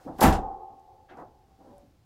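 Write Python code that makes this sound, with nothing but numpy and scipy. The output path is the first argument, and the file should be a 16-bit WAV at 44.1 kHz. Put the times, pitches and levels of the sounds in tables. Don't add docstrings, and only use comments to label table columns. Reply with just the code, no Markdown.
import sys
import numpy as np
from scipy import signal
from scipy.fft import rfft, irfft
from scipy.io import wavfile
from scipy.ndimage import uniform_filter1d

SR = 44100
rng = np.random.default_rng(int(sys.argv[2]) if len(sys.argv) > 2 else 0)


def generate_wav(sig):
    pcm = np.round(np.clip(np.atleast_2d(sig).T, -1, 1) * 32767).astype(np.int16)
    wavfile.write(sys.argv[1], SR, pcm)


N = 90404
TIME_S = np.arange(N) / SR
AGE_S = TIME_S[:65536]

# freq_hz, level_db
ROOM_SPECTRUM = [(20, -6), (50, -2), (90, 2), (150, -8), (300, -14.5), (700, -19.5), (1300, -26.5),
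                 (1700, -27.5), (2500, -22.5), (5000, -24), (9000, -31), (16000, -32)]
# start_s, level_db, lowpass_hz, highpass_hz, bars_db
CAGE_KNOCKS = [(.0, -47.5, 1760, 400, -6), (0.049, -36.5, 450, 150, -11.5), (.062, -25.5, 430, 199.2, -9),
               (.067, -33, 850, 220, -6), (.078, -30.5, 1100, 150.5, -1), (.187, -28, 800, 69.5, -6.5),
               (.193, -22, 1299, 403, -7.5), (.2135, -8.5, 1620, 180, -9.5), (.229, -14.5, 2300, 204, -8.5),
               (.235, -7, 2000, 98, -4), (.257, -13, 1590, 80.8, -7.5), (.28, -26, 1200, 90.1, -8.5),
               (.329, -18.5, 1300, 120, -12), (.693, -42.5, 750, 250, -7.5), (.868, -55.5, 810, 592, 23),
               (1.172, -39, 1810, 219, -11), (1.219, -36, 900, 400, -13), (1.588, -43, 395.7, 170, -2),
               (1.602, -44.5, 906, 400, -13), (1.649, -40.5, 850, 350.3, -5.5),
               (1.831, -44.5, 287, 171, -9)]
# freq_hz, level_db
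CAGE_SPECTRUM = [(40, -2.5), (160, 1.5), (300, 2.5), (420, -5.5), (520, -3.5), (640, -5.5), (780, 2.5),
                 (950, -5), (1300, -7.5), (1800, -10), (2400, -12.5), (5000, -23)]
# freq_hz, t60_s
CAGE_DECAY = [(60, 0.42), (250, 0.4), (700, .38), (1300, .29), (2500, 0.31), (5000, 0.24)]
# pitch_hz, level_db, t60_s
FRAME_MODES = [(228, -13, .26), (269, -4, .36), (304, -6, .36), (321, -4, .35), (518, -1, .28),
               (614, -7, .28), (670, -8, .3), (741, -4, .38), (802, -7, .35), (980, -7, .28),
               (1146, -14, .26), (1330, -8, .22), (1367, -13, .24), (1545, -15, .16), (1768, -10, .2)]
# pitch_hz, level_db, t60_s
BAR_MODES = [(366.5, -11.5, 1.35), (386, -13, 1.3), (437.7, -11, 1.25), (519, -10.5, 1.1), (536, -16.5, .8),
             (701, -15, 1.3), (738, -5.5, 0.92), (778, 0, 1.04), (815, -8.5, 1.15), (827, -10.5, 0.72),
             (843, -7, 0.65), (861, -4.5, 1.2), (977, -14.5, .85), (1037, -15.5, .9), (1120, -16.5, 0.68),
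             (1091, -15, 1.1), (1240, -23.5, 1.1)]
# peak_s, half_length_s, level_db
HISS_SWELLS = [(0.038, 0.072, -59.5), (0.204, 0.063, -57.5), (1.195, 0.041, -65.5), (1.703, 0.2, -68.5)]
# freq_hz, level_db
HISS_SPECTRUM = [(1000, -2.5), (5000, 0), (8000, -5), (16000, -11)]
# start_s, level_db
BASE_THUMPS = [(0.067, -51), (0.136, -45.5), (.22, -30.5), (0.242, -25.5), (.257, -14.5), (0.292, -22.5),
               (1.648, -61.5), (1.747, -55)]
# pitch_hz, level_db, t60_s
BASE_MODES = [(27, -7.5, 0.48), (48, -0.5, 0.45), (76.2, -1, .33), (122, -6.5, .25), (154, -1.5, .3),
              (207.7, -6, 0.1)]
# start_s, level_db, lowpass_hz, highpass_hz
CATCH_SNAPS = [(0.185, -41, 15400, 900), (.206, -22.5, 16200, 7900), (0.2092, -16, 13600, 4300),
               (0.2249, -18.5, 16000, 1440), (0.2306, -16, 15200, 870), (.238, -18.5, 16000, 1180),
               (0.255, -24, 8000, 900), (.279, -25.5, 7000, 906), (.326, -27, 9000, 1475),
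               (0.347, -38, 8000, 1470)]
# freq_hz, level_db
SNAP_SPECTRUM = [(900, -14), (1700, 3.5), (2300, -2), (2700, 3), (4000, -2), (7000, -5), (9500, -4.5),
                 (11500, -4.5), (13200, 0), (14500, -11), (16000, -4)]
# freq_hz, t60_s
SNAP_DECAY = [(1000, 0.15), (3000, 0.26), (6000, 0.24), (10000, .21), (16000, .21)]
# pitch_hz, level_db, t60_s
CATCH_MODES = [(1768, -8, .19), (1985, -13, .2), (2690, -12, .18), (5090, -16, .22), (7174, -11, .18),
               (13080, -13, .18), (13240, -13, .17), (14050, -15, .18)]
# peak_s, rise_s, fall_s, level_db, lowpass_hz, highpass_hz, bars_db
DOOR_RUBS = [(.43, 0.056, .14, -43, 999, 500, 8.5), (.99, 0.062, 0.053, -62, 846, 400, 8.5),
             (1.092, .007, 0.031, -42, 4000, 1497, -14), (1.112, 0.0096, 0.029, -46, 2800, 1300, -19),
             (1.105, 0.012, .06, -45, 702, 221, 3.5), (1.192, 0.029, 0.019, -43.5, 1480, 270, -9.5),
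             (1.223, 0.011, 0.0093, -41, 1060, 448, -3), (1.49, .05, 0.1, -65, 896, 201.5, 6.5),
             (1.69, 0.024, 0.044, -48, 880, 165.4, -12), (1.77, .025, 0.06, -52.5, 705, 200, -7.5)]
# start_s, level_db, pitch_hz
WIRE_TICKS = [(.796, -60.5, 6540), (1.172, -55, 6020), (1.781, -51, 9200)]
BAND_EDGES_HZ = [20, 160, 500, 1000, 2000, 4000, 8000, 20000]


def undb(db):
    return 10 ** (np.asarray(db) / 20)


def unit_rms(x):
    return x / np.sqrt(np.mean(x ** 2) + 1e-20)


def lookup(points, hz):
    freqs_hz, values = np.array(points, float).T
    return np.interp(np.log(hz), np.log(freqs_hz), values)


def add(out, x, start_s):
    i = int(start_s * SR)
    out[i:i + len(x)] += x[:N - i]


def decay(age_s, t60_s):
    return np.exp(-np.log(1000) * age_s / t60_s)


def swell(peak_s, rise_s, fall_s):
    width_s = np.where(TIME_S < peak_s, rise_s, fall_s)
    return np.exp(-((TIME_S - peak_s) / width_s) ** 2)


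def noise(spectrum):
    hz = np.fft.rfftfreq(N, 1 / SR) + 1e-3
    return unit_rms(irfft(rfft(rng.standard_normal(N)) * undb(lookup(spectrum, hz)), N))


def contact(x, lowpass_hz, highpass_hz):
    dulled = signal.sosfilt(signal.butter(3, lowpass_hz, fs=SR, output="sos"), x)
    return signal.sosfilt(signal.butter(2, highpass_hz, "high", fs=SR, output="sos"), dulled)


def clatter(spectrum, decay_points):
    out = np.zeros(len(AGE_S))
    age_s = AGE_S[:len(AGE_S) // 2]
    hz = np.fft.rfftfreq(len(age_s), 1 / SR) + 1e-3
    bins = undb(lookup(spectrum, hz)) * np.exp(2j * np.pi * rng.random(len(hz)))
    bins /= np.std(irfft(bins))
    for low_hz, high_hz in zip(BAND_EDGES_HZ, BAND_EDGES_HZ[1:]):
        band = irfft(bins * (hz >= low_hz) * (hz < high_hz))
        t60_s = lookup(decay_points, np.sqrt(low_hz * high_hz))
        add(out, band * decay(age_s, t60_s), 0)
    return out


def ring(modes, rise_s, phases_rad):
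    partials = sum(undb(db) * decay(AGE_S, t60_s) * np.sin(2 * np.pi * hz * AGE_S + phase)
                   for (hz, db, t60_s), phase in zip(modes, phases_rad))
    return partials * (1 - np.exp(-AGE_S / rise_s))


def struck(modes, rise_s=0.006):
    return ring(modes, rise_s, 2 * np.pi * rng.random(len(modes)))


def room_rumble(level_db=-62.5):
    return undb(level_db) * noise(ROOM_SPECTRUM)


def cage_knocks(dense_db=-7, frame_db=-12.5):
    out = np.zeros(N)
    for start_s, level_db, lowpass_hz, highpass_hz, bars_db in CAGE_KNOCKS:
        dense = undb(dense_db) * clatter(CAGE_SPECTRUM, CAGE_DECAY)
        frame = undb(frame_db) * struck(FRAME_MODES)
        blow = dense + frame + undb(bars_db) * bar_ring()
        add(out, undb(level_db) * contact(blow, lowpass_hz, highpass_hz), start_s)
    return out


def bar_ring(level_db=-19, rise_s=0.008, detune_hz=12, twin_db=-4):
    twins = [(hz + detune_hz * rng.standard_normal(), db + twin_db, t60_s)
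             for hz, db, t60_s in BAR_MODES]
    return undb(level_db) * sum(joint_chatter() * struck(modes, rise_s) for modes in (BAR_MODES, twins))


def joint_chatter(cutoff_hz=28, depth=0.4):
    lowpass = signal.butter(2, cutoff_hz, fs=SR, output="sos")
    waver = signal.sosfilt(lowpass, rng.standard_normal(len(AGE_S)))
    return 1 + depth * unit_rms(waver)


def handling_hiss():
    envelope = sum(undb(db) * swell(peak_s, half_s, half_s) for peak_s, half_s, db in HISS_SWELLS)
    return envelope * noise(HISS_SPECTRUM)


def base_thumps():
    out = np.zeros(N)
    boom = ring(BASE_MODES, rise_s=0.0052, phases_rad=np.zeros(len(BASE_MODES)))
    for start_s, level_db in BASE_THUMPS:
        add(out, undb(level_db) * boom, start_s)
    return out


def catch_snaps(dense_db=-10.5, ring_db=-10.5, crack_s=0.002):
    out = np.zeros(N)
    crack = 1 + np.exp(-AGE_S / crack_s)
    for start_s, level_db, lowpass_hz, highpass_hz in CATCH_SNAPS:
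        dense = undb(dense_db) * clatter(SNAP_SPECTRUM, SNAP_DECAY)
        clash = crack * dense + undb(ring_db) * struck(CATCH_MODES)
        add(out, undb(level_db) * contact(clash, lowpass_hz, highpass_hz), start_s)
    return out


def door_rubs(slips_per_s=450, spread_db=2, slip_t60_s=0.11):
    out = np.zeros(N)
    for peak_s, rise_s, fall_s, level_db, lowpass_hz, highpass_hz, bars_db in DOOR_RUBS:
        slips = (rng.random(N) < slips_per_s / SR) * rng.choice([-1, 1], N)
        strength = undb(spread_db * rng.standard_normal(N))
        force = unit_rms(slips * strength) * swell(peak_s, rise_s, fall_s)
        body = clatter(CAGE_SPECTRUM, [(500, slip_t60_s)])
        response = (body + undb(bars_db) * bar_ring()) / np.linalg.norm(body)
        shaken = signal.fftconvolve(force, response)[:N]
        out += undb(level_db) * contact(shaken, lowpass_hz, highpass_hz)
    return out


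def wire_ticks(t60_s=0.015, skirt_db=-22):
    out = np.zeros(N)
    for start_s, level_db, pitch_hz in WIRE_TICKS:
        band = noise([(pitch_hz / 2, skirt_db), (pitch_hz, 0), (pitch_hz * 2, skirt_db)])
        add(out, undb(level_db) * band * decay(TIME_S, t60_s), start_s)
    return out


def hinge_tone(pitch_hz=571, level_db=-53):
    envelope = swell(peak_s=1.74, rise_s=0.037, fall_s=0.09)
    return undb(level_db) * envelope * np.sin(2 * np.pi * pitch_hz * TIME_S)


def scene():
    cage = catch_snaps() + cage_knocks() + door_rubs() + base_thumps() + wire_ticks() + hinge_tone()
    return (cage + handling_hiss() + room_rumble())[None]


def record(dry):
    split_hz, threshold_db, duck_depth, top_hz = 1836, -52, 0.62, 15800
    low = signal.sosfiltfilt(signal.butter(5, split_hz, fs=SR, output="sos"), dry)
    treble = dry - low
    treble_power = np.abs(uniform_filter1d(treble ** 2, size=600))
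    treble_gain = 1 - duck_depth / (1 + (treble_power / undb(threshold_db) ** 2) ** 2)
    rounded = np.tanh(1.239 * (low + treble_gain * treble)) / 1.184
    return signal.sosfilt(signal.ellip(10, 0.2, 80, top_hz, fs=SR, output="sos"), rounded)


dry = scene()
out = record(dry)
generate_wav(out)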